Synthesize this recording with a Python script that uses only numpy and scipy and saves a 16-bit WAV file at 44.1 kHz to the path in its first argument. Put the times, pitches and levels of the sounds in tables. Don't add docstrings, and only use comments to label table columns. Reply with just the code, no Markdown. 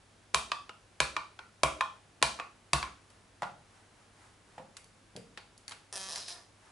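import sys
import numpy as np
from scipy import signal
from scipy.fft import rfft, irfft, next_fast_len
from scipy.io import wavfile

SR = 44100
rng = np.random.default_rng(int(sys.argv[2]) if len(sys.argv) > 2 else 0)


def master(y):
    cut = np.clip(np.atleast_2d(y).T, -1, 1)
    pcm = np.round(cut * 32767)
    wavfile.write(sys.argv[1], SR, pcm.astype(np.int16))


N = 295911


def from_db(db):
    return 10 ** (np.asarray(db) / 20)


def rms_one(x):
    return x / np.sqrt(np.mean(x ** 2) + 1e-20)


def fade(t, t60):
    return from_db(-60 * t / t60)


def at_hz(points, hz):
    points = np.array(points)
    return np.interp(np.log(np.maximum(hz, 1)), np.log(points[:, 0]), points[:, 1])


def coloured(x, spectrum):
    length = x.shape[-1]
    size = next_fast_len(length, real=True)
    gain = from_db(at_hz(spectrum, np.fft.rfftfreq(size, 1 / SR)))
    return irfft(rfft(x, size) * gain, size)[..., :length]


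def band(x, low_hz, high_hz):
    sos = signal.butter(2, [low_hz, high_hz], "band", fs=SR, output="sos")
    return signal.sosfilt(sos, x)


def add(track, s, sound):
    start = int(s * SR)
    track[..., start:start + sound.shape[-1]] += sound[..., :N - start]


# f/Hz, side re mid level/dB
STEREO_SPREAD = [(50, -20), (130, -13), (300, -7), (1000, -5.5), (3000, -5.5), (10000, -8.5)]


def diffuse(size):
    mid, side = rng.standard_normal((2, size))
    return mid + coloured(side, STEREO_SPREAD) * [[1], [-1]]


REGISTER_EDGES = [110, 430, 850, 1500, 4500, 12500]
PIVOT_HZ = 1100
THUD, KNOCK, RING, CLACK, CRACK = np.eye(len(REGISTER_EDGES) - 1)


def octaves_above_pivot():
    edges = np.log2(np.array(REGISTER_EDGES) / PIVOT_HZ)
    return (edges[:-1] + edges[1:]) / 2


def knocks(events, voice, modes, crack_db, rise_s):
    out = np.zeros((3, N))
    t = np.arange(SR // 6) / SR
    mode_hz, mode_db, mode_t60 = np.transpose(modes)[:, :, None]
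    rise = 1 - np.exp(-t / rise_s)
    for s, blow_db, brightness, semitones, crack_t60 in events:
        pitch = 2 ** (semitones / 12)
        detune, strength, phase = rng.standard_normal((3, len(modes), 1))
        height = from_db(mode_db + 1.5 * strength) * fade(t, mode_t60)
        angle = 2 * np.pi * (pitch * mode_hz * (1 + 0.015 * detune) * t + phase)
        rings = (height * np.sin(angle)).sum(0)

        burst = rise * fade(t, crack_t60)
        crack = from_db(crack_db) * diffuse(len(t)) * burst
        all_round = np.linalg.norm(crack[0]) * (burst == burst.max())
        blow = rings * rise + np.vstack([crack, all_round])

        register_db = blow_db + np.array(voice) + brightness * octaves_above_pivot()
        registers = zip(REGISTER_EDGES, REGISTER_EDGES[1:], register_db)
        for k, (low_hz, high_hz, db) in enumerate(registers):
            part = band(blow, low_hz, high_hz)
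            part = part / np.std(part[:, :SR // 50], axis=1, keepdims=True)
            polarity = (-1) ** k
            add(out, s, polarity * from_db(db) * part)
    return out


# t/s, level/dB, brightness/(dB/octave),
# clack of the rim/dB, pitch shift/semitones, weight of the hand/dB
TAPS = [(0.3398, -51.5, -3, -12, 0.48, 8), (.3443, -32, 1, 1, -0.31, -3.5),
        (1.0022, -33, 0.28, 4, -0.31, 0), (1.6328, -27, -1.5, -2, -0.4, -2),
        (2.216, -50.5, -4.5, -4, -0.32, 4), (2.2254, -29.5, 0.43, 2.5, 0.28, -4),
        (2.732, -31, 0.3, 1.5, 0.96, 6)]
# f/Hz, relative level/dB, t60/s
PAD_MODES = [(237, -19.5, 0.061), (308, -15.5, 0.1), (377, -16, 0.054), (543, -8.5, 0.049),
             (656, -3, 0.035), (814, -12, 0.11), (926, 1.5, 0.012), (1034.6, -7.5, 0.13), (1097, 6, 0.025),
             (1363, -6, 0.018), (1730, -1, 0.021), (2280, -8.5, 0.022), (2400, 8.5, 0.013),
             (3267, -4, 0.024), (3825, -16, 0.093), (4474, 0.5, 0.01)]
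TAP_VOICE = [-13, -4.5, -1.5, 1, -3]
TAP_CRACK_T60_S = 0.013


def pad_taps():
    blows = []
    for s, db, brightness, clack_db, semitones, weight_db in TAPS:
        level_db = db + clack_db * CLACK + weight_db * THUD
        blows.append((s, level_db, brightness, semitones, TAP_CRACK_T60_S))
    return knocks(blows, TAP_VOICE, PAD_MODES, crack_db=17, rise_s=0.00097)


# lower f/Hz, upper f/Hz, t60/s
TABLE_PAIRS = [(58, 70.5, .42), (133, 149, .22)]
SWAY_DB, DRUM_DB = -11, -8.5


def table_boom():
    out = np.zeros(N)
    t = np.arange(SR // 2) / SR
    boom = 0
    for (lower_hz, upper_hz, t60), mode_db in zip(TABLE_PAIRS, [SWAY_DB, DRUM_DB]):
        pair = np.sin(2 * np.pi * lower_hz * t) - np.sin(2 * np.pi * upper_hz * t)
        boom = boom + from_db(mode_db) * fade(t, t60) * pair
    for s, db, *_, weight_db in TAPS:
        add(out, s, from_db(db + weight_db) * boom)
    return out


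# t/s, level/dB, brightness/(dB/octave),
# hollow ring/dB, pitch shift/semitones
LIFTS = [(0.517, -32, 0.8, -1.5, 1.34), (0.6929, -44.5, -2, -6, 3.5), (1.165, -33, -0.3, -0.5, 0.35),
         (1.39, -45.5, -1.3, -4, 5), (1.808, -34, 1.5, 6, 0.4), (2.389, -49, -4.5, 4, -0.5),
         (2.3977, -39, -1.7, -0.5, 0.87), (2.8268, -41, 2.2, 4.5, 0)]
LIFT_VOICE = [-21.5, -15.5, -1, -3, -24.5]
LIFT_CRACK_T60_S = 0.021


def pad_lifts():
    blows = []
    for s, db, brightness, ring_db, semitones in LIFTS:
        blows.append((s, db + ring_db * RING, brightness, semitones, LIFT_CRACK_T60_S))
    return knocks(blows, LIFT_VOICE, PAD_MODES, crack_db=11, rise_s=0.0006)


# t/s, level/dB, brightness/(dB/octave), pitch shift/semitones, crack t60/s
BUMPS = [(3.4206, -39, 3.9, .5, 0.013), (3.429, -41.5, 3, 0.6, 0.055), (4.579, -50.5, 1.5, 0, 0.051),
         (4.595, -57.5, -3, .5, 0.043), (5.154, -65, -8, 3, .05), (5.172, -82.5, -16, -2.5, 0.028),
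         (5.194, -85.5, -13, -3, .021)]
# f/Hz, relative level/dB, t60/s
TOP_MODES = [(150.5, 0, 0.054), (190, -11.5, 0.18), (269, -0.5, 0.036), (349, -3, 0.039), (523, 1, 0.13),
             (633, 12.5, 0.013), (834, 0.5, 0.033), (885, -4.5, 0.025), (1360, -7.5, 0.018),
             (1900, -12, 0.028)]
BUMP_VOICE = [-3.5, -10, 3, -12, -31]


def table_bumps():
    return knocks(BUMPS, BUMP_VOICE, TOP_MODES, crack_db=1.0, rise_s=0.00077)


# t/s, level/dB,
# brightness/(dB/octave), clack of the frame/dB, crack t60/s
CLICKS = [(3.1022, -79.5, 2.5, 0, 0.03), (4.7677, -60.5, 1.5, -3.5, 0.036), (4.843, -81.5, 4.5, -1, 0.015),
          (5.1636, -66, 2.8, 2.5, 0.021), (5.374, -53, -7, 7, 0.048), (5.5778, -80.5, 6, -29, 0.021),
          (5.68, -60, 2, 1, 0.015), (5.6938, -75, 6.5, -9, 0.019), (5.71, -54.5, -2.5, -5, 0.039),
          (5.719, -54, -4, 3.5, 0.041), (6.1591, -53.5, 2, -3.5, 0.011), (6.2832, -63, 2.5, 0, .01)]
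# f/Hz, relative level/dB, t60/s
PRESS_MODES = [(831, -15.5, 0.29), (1122, -16, 0.1), (1616, -14.5, 0.088), (2140, -15, 0.063),
               (4550, 8.5, 0.0074), (10460, 5.5, 0.011)]
CLICK_VOICE = [-28, -11.5, -4, 6.5, 4]


def press_clicks():
    blows = []
    for s, db, brightness, clack_db, crack_t60 in CLICKS:
        blows.append((s, db + clack_db * CLACK, brightness, 0, crack_t60))
    return knocks(blows, CLICK_VOICE, PRESS_MODES, crack_db=10, rise_s=0.000096)


def resonate(x, resonances):
    out = 0
    for hz, width_hz, db in resonances:
        r = np.exp(-np.pi * width_hz / SR)
        zeros = np.array([1, 0, -1]) * (1 - r * r) / 2
        poles = [1, -2 * r * np.cos(2 * np.pi * hz / SR), r * r]
        out = out + from_db(db) * signal.lfilter(zeros, poles, x + 1e-18)
    return out


STEADY_SLIP_HZ, STEADY_JITTER = 191.7, 0.0028
# t/s, level/dB, squeal level/dB,
# first slip rate f/Hz, last slip rate f/Hz, irregularity (standard deviation of log interval)
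PULLS = [(5.927, -45.5, -60, 309.3, 397, 0.23),
         (5.957, -45.5, -51, STEADY_SLIP_HZ, STEADY_SLIP_HZ, STEADY_JITTER),
         (6.088, -48, -46, 134.3, 222.8, .025), (6.207, -61, -49.5, 367, 403, 0.3),
         (6.28, -52, -47, 379.4, 337.8, .12)]
# f/Hz, width/Hz, relative level/dB
CREAK_BODY = [(710, 340, 10), (1150, 340, 5.5), (1730, 210, 7.5)]
CREAK_RASP = [(2600, 260, -2.5), (3330, 450, 1), (3980, 500, -21), (5370, 840, 7.5), (6600, 290, -10)]
CREAK_SQUEAL = [(4160, 780, 3.5), (5010, 110, 10.5)]
CREAK_FIZZ = [(9250, 1000, 0.54), (9700, 11000, -1.5)]
CREAK_END_S, CREAK_RELEASE_S, CREAK_RELEASE_DB = 6.385, 0.06, 44
BODY_DB, RASP_DB, FIZZ_DB = -3, -1.5, 3
BODY_SAG_DB, RASP_SAG_DB, SQUEAL_SAG_DB, FIZZ_SAG_DB = 4.5, 4, 3.5, 19


def hinge(uneven_db):
    ticks = np.zeros(N)
    levels_db = np.zeros((4, N))
    sag_db = [BODY_SAG_DB, RASP_SAG_DB, SQUEAL_SAG_DB, FIZZ_SAG_DB]
    starts = [pull[0] for pull in PULLS]
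    ends = starts[1:] + [CREAK_END_S]
    for (start, db, squeal_db, first_hz, last_hz, ragged), end in zip(PULLS, ends):
        s = start
        for late, strength in rng.standard_normal((60, 2)):
            if s < end:
                rate = np.interp(s, [start, end], [first_hz, last_hz])
                ticks[int(s * SR)] = from_db(uneven_db * strength) / np.sqrt(rate)
                s += np.exp(late * ragged) / rate
        first = int(start * SR)
        progress = np.minimum(np.arange(N - first) / SR / (end - start), 1)
        onset_db = np.array([db + BODY_DB, db + RASP_DB, squeal_db, db + FIZZ_DB])
        levels_db[:, first:] = onset_db[:, None] - np.outer(sag_db, progress)

    release_s = [CREAK_END_S - CREAK_RELEASE_S, CREAK_END_S]
    levels_db[1:] -= np.interp(np.arange(N) / SR, release_s, [0, CREAK_RELEASE_DB])

    out = 0
    creaking = slice(int(starts[0] * SR), int(CREAK_END_S * SR))
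    for resonances, db in zip([CREAK_BODY, CREAK_RASP, CREAK_SQUEAL, CREAK_FIZZ], levels_db):
        part = resonate(ticks, resonances)
        out = out + from_db(db) * part / np.std(part[creaking])
    return out


# f/Hz, t60/s
ROOM_T60 = [(100, 0.67), (400, 0.51), (1000, 0.3062), (3000, 0.364), (6000, 0.4), (11000, 0.32)]
# f/Hz, level/dB
ROOM_SPECTRUM = [(100, -3), (400, -6), (1000, -3.5), (2500, -5), (5000, -9), (10000, -5)]


def room(first_echo_s):
    t = np.arange(SR // 2) / SR
    noise = rfft(diffuse(len(t)))
    hz = np.fft.rfftfreq(len(t), 1 / SR)
    build_up = 1 - np.exp(-(t / first_echo_s) ** 2)
    tail = 0
    for centre_hz, t60 in ROOM_T60:
        share = at_hz([(other_hz, other_hz == centre_hz) for other_hz, _ in ROOM_T60], hz)
        decay = fade(t, t60) * build_up
        tail = tail + irfft(noise * share, len(t)) * decay / np.linalg.norm(decay)
    return coloured(tail, ROOM_SPECTRUM)


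def heard(source, echo, wet_db):
    reflected = signal.oaconvolve(source[2:], echo, axes=1)[:, :N]
    return source[:2] + from_db(wet_db) * reflected


# f/Hz, relative level per Hz/dB
AIR_SPECTRUM = [(12, -29), (25, -13), (45, -5.5), (70, -9), (125, -9.5), (220, -10.5), (444, -14),
                (800, -16), (1200, -18), (2160, -21), (11000, -29.5)]
AIR_DB = -62.5
HUM_HZ, HUM_DB = 100, -71
# f/Hz, relative level per Hz/dB
BRUSH_SPECTRUM = [(200, -8), (850, 7.5), (1700, 5), (3500, -6), (10000, -7)]
# middle t/s, level added to the resting hand/dB
STROKES = [(3.15, -71), (3.77, -66.5), (4.01, -69), (4.24, -62.5), (4.55, -68.5), (6.68, -64.5)]
STROKE_WIDTH_S, RESTING_HAND_DB = 0.078, -73


def background():
    t = np.arange(N) / SR
    air = from_db(AIR_DB) * rms_one(coloured(diffuse(N), AIR_SPECTRUM))
    hum = from_db(HUM_DB) * rms_one(np.sin(2 * np.pi * HUM_HZ * t))
    motion = from_db(RESTING_HAND_DB)
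    for s, db in STROKES:
        motion = motion + from_db(db) * np.exp(-((t - s) / STROKE_WIDTH_S) ** 2)
    brushing = motion * rms_one(coloured(diffuse(N), BRUSH_SPECTRUM))
    return air + hum + brushing


def panned(x, balance):
    half = np.array(balance) / [1, 2]
    return np.array([coloured(x[0], half), coloured(x[1], half * [1, -1])])


# f/Hz, left minus right level/dB
PAD_BALANCE = [(200, 1), (550, 1), (1000, -.6), (2000, 0), (9000, 1)]


def scene():
    echo = room(first_echo_s=0.0023)
    taps = heard(pad_taps(), echo, wet_db=1.54)
    lifts = heard(pad_lifts(), echo, wet_db=-0.5)
    bumps = heard(table_bumps(), echo, wet_db=2.5)
    clicks = heard(press_clicks(), echo, wet_db=1.5)
    creak = heard(np.tile(hinge(uneven_db=1.9), (3, 1)), echo, wet_db=5.0)
    pad_and_table = panned(taps + lifts + bumps, PAD_BALANCE)
    return pad_and_table + clicks + creak + table_boom() + background()


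CUTOFF_HZ = 11000


def record(dry):
    sos = signal.ellip(10, 0.2, 70, CUTOFF_HZ, fs=SR, output="sos")
    return signal.sosfilt(sos, dry)


dry = scene()
out = record(dry)
master(out)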